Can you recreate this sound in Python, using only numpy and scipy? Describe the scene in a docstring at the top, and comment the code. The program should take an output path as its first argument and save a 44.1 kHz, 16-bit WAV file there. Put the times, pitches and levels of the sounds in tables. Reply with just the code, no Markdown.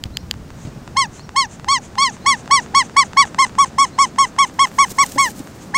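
"""Squeaky toy in the park

A rubber toy is squeezed again and again close to the microphone, calling a ferret across a lawn.
Each squeeze blows a small reed that bends up and down in pitch; the toy refills with a soft noise hiss.
Three sharp clicks come first, as resonances rung by a snap; the rubber ticks, and hand and paws bump dully.
A far bird whistles in gliding sines and the town rumbles in filtered noise.
The ferret rustles past in dense random grains, with grass blades snapping under its paws."""
import sys
import numpy as np
from scipy import signal
from scipy.fft import rfft, irfft, next_fast_len
from scipy.io import wavfile

SR = 44100
rng = np.random.default_rng(int(sys.argv[2]) if len(sys.argv) > 2 else 0)


def bounce(signal):
    """Save signal as a 16-bit WAV file at the path given by the first command-line argument."""
    frames = np.transpose(np.atleast_2d(signal))
    limited = np.clip(frames, -1, 1)
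    pcm = np.round(limited * 32767).astype(np.int16)
    wavfile.write(sys.argv[1], SR, pcm)


N = 254501
TIME = np.arange(N) / SR

# Colour of the far town. Each row: frequency in Hz, relative level in dB.
TOWN_COLOUR = [(25, -12.5), (108, -2.5), (200, 1.5), (420, -8.5), (900, -14.5), (1500, -18.5),
               (3100, -27.5), (6700, -28.5), (9500, -36), (11300, -51), (13000, -41.5), (15500, -46)]
# Slow drift of the town before its overall trim. Each row: time in seconds, level in dB.
TOWN_DRIFT = [(0, -43.5), (.7, -39), (1.4, -41.5), (2.5, -37), (5.1, -38.5), (5.77, -37.5)]
# Colour of the low buffeting. Each row: frequency in Hz, relative level in dB.
BUFFET_COLOUR = [(25, -9), (45, -2), (80, 2), (140, -1), (250, -10), (600, -43.5)]
# Colour of the steady hiss that differs between the sides. Each row: frequency in Hz, relative level in dB.
SIDE_COLOUR = [(100, -6), (1000, -10.0), (3000, -16.5), (7000, -16), (10000, -16.5), (15000, -21.0)]
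# Sharp opening clicks. Each row: start in seconds, peak level in dB.
CLICKS = [(.0385, -8), (.1707, -4), (.3115, -2)]
# Resonances of the clicks. Each row: frequency in Hz, width in Hz, relative level in dB.
CLICK_MODES = [(820, 57, -10), (1770, 400, -9.5), (3130, 400, 0.5), (4710, 370, -1), (7230, 440, -7),
               (13300, 770, -18)]
# Dull bumps of the hand and of paws on the turf. Each row: start in seconds, level in dB, pitch in Hz,
# envelope time in seconds (twice the time to its peak).
BUMPS = [(0.055, -18.5, 89, 0.0058), (0.104, -26.5, 67.6, 0.019), (.23, -27.5, 79, 0.019),
         (0.651, -20, 113, 0.0056), (0.672, -22.5, 144, 0.0087), (0.763, -27.5, 123, 0.015),
         (5.155, -20.5, 277, 0.016), (5.16, -25, 558, 0.0072), (5.4, -20, 274, 0.0061)]
# Colour of the dull puff in each bump. Each row: frequency in Hz, relative level in dB.
PUFF_COLOUR = [(60, -3), (250, -1), (600, -6), (1500, -19.5), (5000, -23), (12000, -44)]
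# Whistles of the far bird. Each row: start in seconds, base level in dB.
BIRD_CALLS = [(.11, -48.5), (1.146, -49.5), (2.199, -48), (3.899, -53)]
# Course of one whistle. Each row: time into the call in seconds, pitch in Hz, level against the base in dB.
WHISTLE = [(0, 3530, -20), (.02, 3900, -7), (0.039, 4150, 0.5), (.06, 4300, 6), (.075, 5200, -2),
           (.095, 5700, -1), (.125, 5450, -12)]
# Ticks of the rubber under the fingers. Each row: start in seconds, peak level in dB before softening.
TICKS = [(.504, -26.5), (.877, -22), (1.292, -20.5), (1.645, -19.5), (1.955, -22), (2.477, -20.5),
         (3.133, -19), (3.253, -21), (3.346, -16.5), (3.466, -21), (3.553, -24), (4.672, -21.5)]
# Resonances of the ticks. Each row: frequency in Hz, width in Hz, relative level in dB.
TICK_MODES = [(760, 610, 9.5), (1370, 236, 17.5), (2230, 900, 4.5), (4170, 2500, -0.5), (7350, 1500, 1.5)]
# Colour of the air drawn back into the toy. 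Each row: frequency in Hz, relative level in dB.
REFILL_COLOUR = [(3000, -9), (5000, -16.5), (6300, -1), (7200, -3.5), (8500, -9), (10500, -23.5),
                 (15000, -38)]
# Squeezes of the toy. Each row: onset in seconds, time to top pitch in seconds, length in seconds,
# top pitch in Hz, end pitch in Hz, base level of the fundamental in dB.
SQUEEZES = [(0.97, 0.023, 0.083, 1111, 879, -9.5), (1.364, .023, 0.088, 1118, 862, -9.5),
            (1.687, 0.035, 0.093, 1119, 910, -9.5), (1.985, 0.044, .11, 1116, 873, -9.5),
            (2.264, .026, .085, 1135, 900, -7.5), (2.512, 0.023, 0.084, 1135, 933, -5.5),
            (2.75, 0.026, .074, 1125, 920, -6), (2.968, 0.022, 0.064, 1136, 974, -4.5),
            (3.173, 0.03, 0.067, 1136, 930, -4), (3.389, 0.014, .059, 1093, 1009, -6),
            (3.587, 0.02, 0.058, 1132, 1040, -4), (3.786, 0.033, 0.065, 1130, 1010, -5.3),
            (3.989, 0.024, 0.064, 1126, 996, -5), (4.187, .021, 0.065, 1124, 984, -5),
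            (4.388, 0.023, 0.06, 1126, 1010, -5.5), (4.594, 0.027, 0.059, 1118, 1016, -5.5),
            (4.788, .021, 0.059, 1131, 1009, -4.5), (4.987, 0.028, 0.053, 1133, 1000, -6),
            (5.184, 0.016, 0.099, 1120, 854, -8), (5.747, 0.0115, 0.081, 1102, 900, -12)]
# Colour that the reed's pipe gives the overtones. Each row: frequency in Hz, gain in dB.
PIPE_COLOUR = [(1900, 17), (2300, 3), (2900, 6.5), (3400, 1), (4400, 8.5), (5000, 7), (5500, 2.5),
               (6250, 6), (6900, -6.5), (7300, -5.5), (7800, -0.5), (8700, -2), (9400, -21), (10200, -16.5),
               (11300, -33.5), (13500, -31), (15500, -45)]
# Colour of the air that rushes past the reed. Each row: frequency in Hz, relative level in dB.
RUSH_COLOUR = [(500, -10.5), (1200, -6.5), (2800, -5.5), (6500, -14), (9000, -15.5), (11000, -3),
               (14000, -22)]
# The toy's colour shifts as it turns in the hand. 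Each row: time in seconds, octave level in dB,
# level of the other overtones in dB, depth of the hollow in dB, tilt in dB per octave.
GRIP = [(.97, -26.5, -24, 4, -1), (1.98, -25, -23.5, 2.5, -1.5), (2.26, -20.5, -20.5, 6, 1),
        (3.17, -18.5, -22, 4, 0.1), (3.601, -27.5, -24.5, 15, 4), (4.0, -26, -23, 16, 2),
        (4.55, -23, -22.5, 18.5, -2.4), (5.18, -20.5, -22.5, 8.5, 4.5), (5.75, -18.5, -27, 4.5, 6.5)]
# Moments when the reed rasps. Each row: middle in seconds, half length in seconds, roughness from 0 to 1.
RASPS = [(3.227, .004, .5), (3.80, .012, .28), (4.032, .015, .5), (5.215, .025, .18)]
# The rubber buckles and kinks the pitch. Each row: middle in seconds, shift in Hz, half length in seconds.
BUCKLES = [(0.993, 13, 0.0036), (1.392, 5, 0.0032), (1.723, 23, 0.0068), (2.029, 22, 0.0055),
           (3.229, -47, 0.0041), (3.415, 36, 0.006), (3.428, -21, 0.0047)]
# Hiss bursts that spread to both sides. 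Each row: middle in seconds, half length in seconds, level in dB.
WIDE_BURSTS = [(3.395, .012, -49), (3.596, 0.012, -52), (3.801, 0.011, -25), (4.028, 0.012, -23)]
# Colour of those bursts. Each row: frequency in Hz, relative level in dB.
WIDE_COLOUR = [(3800, -47), (5300, 3), (6500, -5), (8300, -3), (9500, -20), (14000, -37)]
# Colour of the grass rustle. Each row: frequency in Hz, relative level in dB.
GRASS_COLOUR = [(400, 3), (1500, -9.5), (3500, -8), (7000, -1.5), (9000, -4.5), (11300, -9), (13500, -5),
                (15500, -10)]
# Blades that snap under a paw. Each row: start in seconds, peak level in dB.
SNAPS = [(4.905, -22), (5.063, -12.5), (5.097, -27), (5.305, -23), (5.393, -20.5)]
# Resonances of the snapping blades. Each row: frequency in Hz, width in Hz, relative level in dB.
SNAP_MODES = [(3200, 2000, 2), (6000, 2200, 6), (8500, 2200, 10), (13900, 2500, -21)]

# A quick squeeze and a slow one; lengths in between blend them. 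Each row: length in seconds, attack in seconds,
# climb to the top in Hz, exponent of the fall, sag in dB per second, swell at the onset in dB.
QUICK, SLOW = (0.063, 0.00607, 56, 1.66, 56, 0.21), (0.092, 0.0086, 74, 1.86, 16, 3)

# low buffeting on the microphone dies down as it comes to rest
BUFFET_START_DB, BUFFET_REST_DB, BUFFET_SETTLE_S = -37.5, -52.5, 2.8
GUST_DB, GUSTS_PER_S = -2.5, 7.3
PUFF_DB, PUFF_S = -12.5, 0.01   # against its bump; decay time
BIRD_FLUTTER_DB = 3.5
ECHO_T60_S, ECHO_DB = 0.3, -3.5   # the trees scatter the whistle
SOFT_TICK_DB, SOFT_TICK_SPREAD_DB = -26.5, 1.5   # one fainter tick somewhere in each pause
# the hand starts lazily and settles into its rhythm; the toy refills shortly before each squeeze
SETTLE_S, USUAL_PAUSE_S, FIRST_PAUSE_S = 0.4, 0.13, 1
REFILL_LEAD_S, LAZY_LEAD_S = 0.12, 0.22   # the lazy amounts are added at first, then fade
REFILL_HALF_S, LAZY_HALF_S = 0.026, 0.04
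REFILL_DB, REFILL_DB_PER_DOUBLED_PAUSE = -40.5, -2.5
REED_REST_HZ, HOLLOW_HZ, HOLLOW_WIDTH_HZ = 809.5, 4450, 550
LEAD_IN_S, SLOW_LEAD_IN_S, RELEASE_S, SWELL_S = 0.0025, 0.018, 0.0066, 0.016
FREE_SWING_S = 0.018   # the reed swings on this long after the squeeze
JUMP = 1.62   # exponent: before the onset the pitch lags behind the pressure, then jumps
WAVER, WAVER_PER_S = 0.0051, 103   # unsteady pitch: share of the pitch, rate
# loss per 100 Hz of slack in pitch, the last one extra per octave of overtone
TONE_LOSS_DB, OVERTONE_LOSS_DB, TREBLE_LOSS_DB = 7.5, 7, 0.1
# a reflection from the hand, a little different on every squeeze, ripples the overtones
HAND_ECHO, HAND_DELAY_MIN_S, HAND_DELAY_MAX_S = 0.33, 0.001188, 0.003
# the ferret runs through the grass past the microphone
PASS_S, PASS_DISTANCE_M, FERRET_M_PER_S = 5.085, 0.75, 1.76
RUSTLE_DB, RUSTLE_DB_PER_DOUBLED_DISTANCE = -38.5, -24.5
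PAW_DB, PAW_S = 6, 0.016   # the rustle flares where a paw comes down: gain, half length
MIC_DIP_HZ, MIC_DIP_WIDTH_HZ, CUTOFF_HZ = 11320, 1400, 15700


def from_db(db):
    """Turn decibels into gain."""
    return 10 ** (np.asarray(db) / 20)


def rms_one(x):
    """Scale to unit rms."""
    return x / np.sqrt(np.mean(x ** 2) + 1e-20)


def in_time(rows):
    """Draw a curve through (seconds, value) points at every sample."""
    return np.interp(TIME, *np.transpose(rows))


def at_hz(points, hz):
    """Read a spectrum in dB on a log-frequency axis."""
    freqs, db = np.transpose(points)
    return np.interp(np.log(hz + 1e-6), np.log(freqs), db)


def coloured(x, spectrum):
    """Filter a signal with a smooth spectrum and bring it to unit rms."""
    size = next_fast_len(N)
    hz = np.arange(size // 2 + 1) * SR / size
    filtered = irfft(rfft(x, size) * from_db(at_hz(spectrum, hz)), size)
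    return rms_one(filtered[:N])


def noise(spectrum):
    """Coloured noise over the whole scene."""
    return coloured(rng.standard_normal(N), spectrum)


def wander(t, rate):
    """Random values, rate per second, joined by lines."""
    steps = (t - t[0]) * rate
    return np.interp(steps, np.arange(2048), rng.standard_normal(2048))


def swell(s, half):
    """A smooth rise and fall around one moment; height 1."""
    return np.exp(-((TIME - s) / half) ** 2)


def strike(events, modes, rebound_s, rebound):
    """A snap and its quick rebound ring a few resonances."""
    snap = np.zeros(1024)
    snap[0] = 1
    snap[int(np.clip(rebound_s * SR, 1, 500))] = rebound
    ring = np.zeros(len(snap))
    for k, (hz, width, db) in enumerate(modes):
        radius = np.exp(-np.pi * width / SR)
        poles = [1, -2 * radius * np.cos(2 * np.pi * hz / SR), radius ** 2]
        sign = (-1) ** k
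        ring += sign * from_db(db) * (1 - radius ** 2) * signal.lfilter([1, 0, -1], poles, snap)
    ring /= np.abs(ring).max()
    out = np.zeros(N)
    for s, db in events:
        at = int(s * SR)
        out[at:at + len(ring)] += (from_db(db) * ring)[:N - at]
    return out


def park(town_db=1.5):
    """Far town rumble as drifting noise, and low gusty buffeting close by."""
    town = from_db(in_time(TOWN_DRIFT) + town_db) * noise(TOWN_COLOUR)
    settling = np.exp(-(TIME / BUFFET_SETTLE_S) ** 2)
    buffet_db = BUFFET_REST_DB + (BUFFET_START_DB - BUFFET_REST_DB) * settling
    buffet_db = buffet_db + GUST_DB * wander(TIME, GUSTS_PER_S)
    return town + from_db(buffet_db) * noise(BUFFET_COLOUR)


def side_hiss():
    """A very faint steady noise for the difference between the sides."""
    return from_db(-74) * noise(SIDE_COLOUR)


def clicks():
    """Sharp snaps ring bright resonances, with a weak rebound."""
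    return strike(CLICKS, CLICK_MODES, rebound_s=0.0007, rebound=0.11)


def bumps():
    """Each bump is a low tone that swells fast and dies away, with a puff of dull noise."""
    out, puff = np.zeros(N), np.zeros(N)
    for s, db, hz, envelope_s in BUMPS:
        t = np.maximum(TIME - s, 0)
        envelope = (2 * t / envelope_s) * np.exp(1 - 2 * t / envelope_s)
        out += from_db(db) * envelope * np.sin(2 * np.pi * hz * t)
        puff += from_db(db + PUFF_DB) * (t > 0) * np.exp(-t / PUFF_S)
    return out + puff * noise(PUFF_COLOUR)


def bird():
    """A thin whistle, a sine gliding upward with random waver and flutter in each call."""
    out = np.zeros(N)
    times, pitches, levels = np.transpose(WHISTLE)
    t = np.arange(int(times[-1] * SR)) / SR
    for s, db in BIRD_CALLS:
        hz = np.interp(t, times, pitches) * (1 + 0.013 * wander(t, 660))
        level_db = db + np.interp(t, times, levels) + BIRD_FLUTTER_DB * wander(t, 153)
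        gain = from_db(level_db) * signal.windows.tukey(len(t), 0.2)
        at = int(s * SR)
        out[at:at + len(t)] += gain * np.sin(2 * np.pi * np.cumsum(hz) / SR)
    return out


def among_trees(x):
    """Leaves and trunks blur a far sound with a short diffuse echo of decaying noise."""
    t = TIME[:SR // 2]
    echo = rng.standard_normal(len(t)) * from_db(-60 * t / ECHO_T60_S)
    echo /= np.linalg.norm(echo)
    return x + from_db(ECHO_DB) * signal.fftconvolve(x, echo)[:N]


def pauses():
    """Onset of each squeeze and the length of the rest before it."""
    onsets, _, lengths = np.transpose(SQUEEZES)[:3]
    return onsets, np.append(FIRST_PAUSE_S, np.diff(onsets) - lengths[:-1])


def ticks(edge_hz=6500):
    """The rubber ticks as the fingers shift between squeezes; being soft, it gives no bright edge."""
    onsets, rests = pauses()
    soft_times = np.maximum(onsets - rests * rng.random(len(rests)), 0)
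    soft_db = SOFT_TICK_DB + SOFT_TICK_SPREAD_DB * rng.standard_normal(len(rests))
    knocks = strike([*TICKS, *zip(soft_times, soft_db)], TICK_MODES, rebound_s=0.0011, rebound=0.44)
    return signal.sosfilt(signal.butter(2, edge_hz, fs=SR, output="sos"), knocks)


def refills():
    """Air hisses back into the toy before each squeeze, more gently after a long rest."""
    onsets, rests = pauses()
    lazy = np.exp(-(onsets - onsets[0]) / SETTLE_S)
    middles = onsets - REFILL_LEAD_S - LAZY_LEAD_S * lazy
    halves = REFILL_HALF_S + LAZY_HALF_S * lazy
    levels = REFILL_DB + REFILL_DB_PER_DOUBLED_PAUSE * np.log2(rests / USUAL_PAUSE_S)
    suction = sum(from_db(db) * swell(s, half) for s, half, db in zip(middles, halves, levels))
    return suction * noise(REFILL_COLOUR)


def squeak(t, rasp, kink_hz, to_top, length, top_hz, end_hz, db, octave_db, overtones_db, hollow_db, tilt_db):
    """One squeeze: air pressure bends the reed's pitch up and back, and drives its level with it."""
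    slow = np.clip((length - QUICK[0]) / (SLOW[0] - QUICK[0]), 0, 1)
    blend = (1 - slow) * np.array(QUICK[1:]) + slow * np.array(SLOW[1:])
    attack, climb_hz, arch, sag_db, swell_db = blend

    # pitch, and how far it hangs below the top
    rise = climb_hz * np.clip(1 - t / to_top, 0, 1) ** 1.28
    fall = (top_hz - end_hz) * np.clip((t - to_top) / (length - to_top), 0, 1) ** arch
    blown = np.interp(t, [-attack, 0, length, length + RELEASE_S], [0, 1, 1, 0])
    bend_hz = top_hz - rise - fall - REED_REST_HZ
    hz = REED_REST_HZ + bend_hz * blown ** np.where(t < 0, JUMP, 1)
    slack = np.abs(top_hz - hz) / 100
    pressure_slack = np.abs(top_hz - REED_REST_HZ - bend_hz * blown) / 100
    hz = hz + kink_hz
    unsteady = 1 + 0.0018 * wander(t, 500) + WAVER * wander(t, WAVER_PER_S)
    phase = 2 * np.pi * np.cumsum(hz * unsteady) / SR

    # the reed swings freely before and after it is blown; a slow squeeze has a longer lead-in
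    swing_start = -attack - LEAD_IN_S - SLOW_LEAD_IN_S * slow
    swing_end = length + FREE_SWING_S
    swing = np.interp(t, [swing_start, -attack, swing_end, swing_end], [0, 1, 1, 0])
    tone_db = db + swell_db * np.exp(-(np.maximum(t, 0) / SWELL_S) ** 2)
    tone_db = tone_db - TONE_LOSS_DB * pressure_slack - sag_db * (t - to_top) + 0.6 * wander(t, 120)
    out = swing * from_db(tone_db) * np.sin(phase)

    # overtones come from the reed slapping shut, and drop away once the pressure is too slack
    slapping = np.clip(15 * blown, 0, 1)
    missing = 1 / (1 + np.exp(-4.5 * (slack - 1.7)))
    hand_s = rng.uniform(HAND_DELAY_MIN_S, HAND_DELAY_MAX_S)
    for k in range(2, 15):
        partial_hz = k * hz
        octaves = np.log2(partial_hz / 5500)
        level_db = octave_db if k == 2 else overtones_db + tilt_db * octaves
        level_db = level_db + at_hz(PIPE_COLOUR, partial_hz)
        level_db = level_db - (OVERTONE_LOSS_DB + TREBLE_LOSS_DB * octaves) * slack
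        level_db = level_db - 3.9 * np.log2(k) * missing
        level_db = level_db - hollow_db * np.exp(-((partial_hz - HOLLOW_HZ) / HOLLOW_WIDTH_HZ) ** 2)
        level_db = level_db + min(0.3 * k, 2.5) * wander(t, 50)
        ripple = 1 + HAND_ECHO * np.cos(2 * np.pi * partial_hz * hand_s)
        # uneven slaps fray the upper partials, the more as the pressure fails
        uneven = (0.02 + rasp + 0.2 * missing) * min(k / 5, 1) ** 3
        slip = uneven * wander(t, 1100)
        gain = slapping * ripple * from_db(level_db) * (1 + uneven * wander(t, 910))
        out += gain * np.sin(k * phase + slip)

    # at the end of a slow squeeze the reed's tip gives a last thin buzz
    buzz = slow * from_db(-33) * np.exp(-((t - length - 0.005) / 0.0066) ** 2)
    out += buzz * (wander(t, 400) * np.sin(7 * phase) + wander(t, 400) * np.sin(8 * phase))
    air_flow = slapping * from_db(overtones_db - 3.2 * slack)
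    return out, air_flow


def toy(rush_db=-20):
    """All squeezes of the reed, and the noise of air that rushes past it."""
    reed, flow = np.zeros(N), np.zeros(N)
    rasp = sum(rough * swell(s, half) for s, half, rough in RASPS)
    kinks = sum(hz * swell(s, half) for s, hz, half in BUCKLES)
    grip_s, *grip = np.transpose(GRIP)
    for onset, *squeeze in SQUEEZES:
        span = slice(int((onset - 0.04) * SR), int((onset + 0.15) * SR))
        colour = [np.interp(onset, grip_s, column) for column in grip]
        reed[span], flow[span] = squeak(TIME[span] - onset, rasp[span], kinks[span], *squeeze, *colour)
    return reed + flow * from_db(rush_db) * noise(RUSH_COLOUR)


def wide_bursts():
    """Brief swells of treble noise for the difference between the sides."""
    level = sum(from_db(db) * swell(s, half) for s, half, db in WIDE_BURSTS)
    return level * noise(WIDE_COLOUR)


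def grass(grains_per_s=6000, spread_db=2.5, clump_db=4.5):
    """Blades flick against fur and paws in dense, clumped grains, loudest as the ferret passes."""
    sizes = from_db(spread_db * np.minimum(rng.exponential(1, N), 5)) * rng.choice([-1, 1], N)
    grains = sizes * (rng.random(N) < grains_per_s / SR)
    distance = np.hypot(PASS_DISTANCE_M, FERRET_M_PER_S * (TIME - PASS_S))
    level_db = RUSTLE_DB + RUSTLE_DB_PER_DOUBLED_DISTANCE * np.log2(distance / PASS_DISTANCE_M)
    level_db = level_db + PAW_DB * sum(swell(s, PAW_S) for s, _ in SNAPS)
    level_db = level_db + clump_db * wander(TIME, 74)
    rustle = from_db(level_db) * coloured(grains, GRASS_COLOUR)
    return rustle + strike(SNAPS, SNAP_MODES, rebound_s=0.0017, rebound=0.87)


def scene():
    """Everything sits in the middle; only hiss differs between the sides."""
    mid = park() + clicks() + bumps() + among_trees(bird()) + ticks() + refills() + toy() + grass()
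    side = side_hiss() + wide_bursts()
    return np.array([mid + side, mid - side])


def record(dry):
    """The microphone has a narrow dip in the treble; the top is cut steeply."""
    dip = signal.iirnotch(MIC_DIP_HZ, MIC_DIP_HZ / MIC_DIP_WIDTH_HZ, fs=SR)
    heard = signal.lfilter(*dip, dry)
    return signal.sosfilt(signal.ellip(10, 0.1, 90, CUTOFF_HZ, fs=SR, output="sos"), heard)


dry = scene()
out = record(dry)
bounce(out)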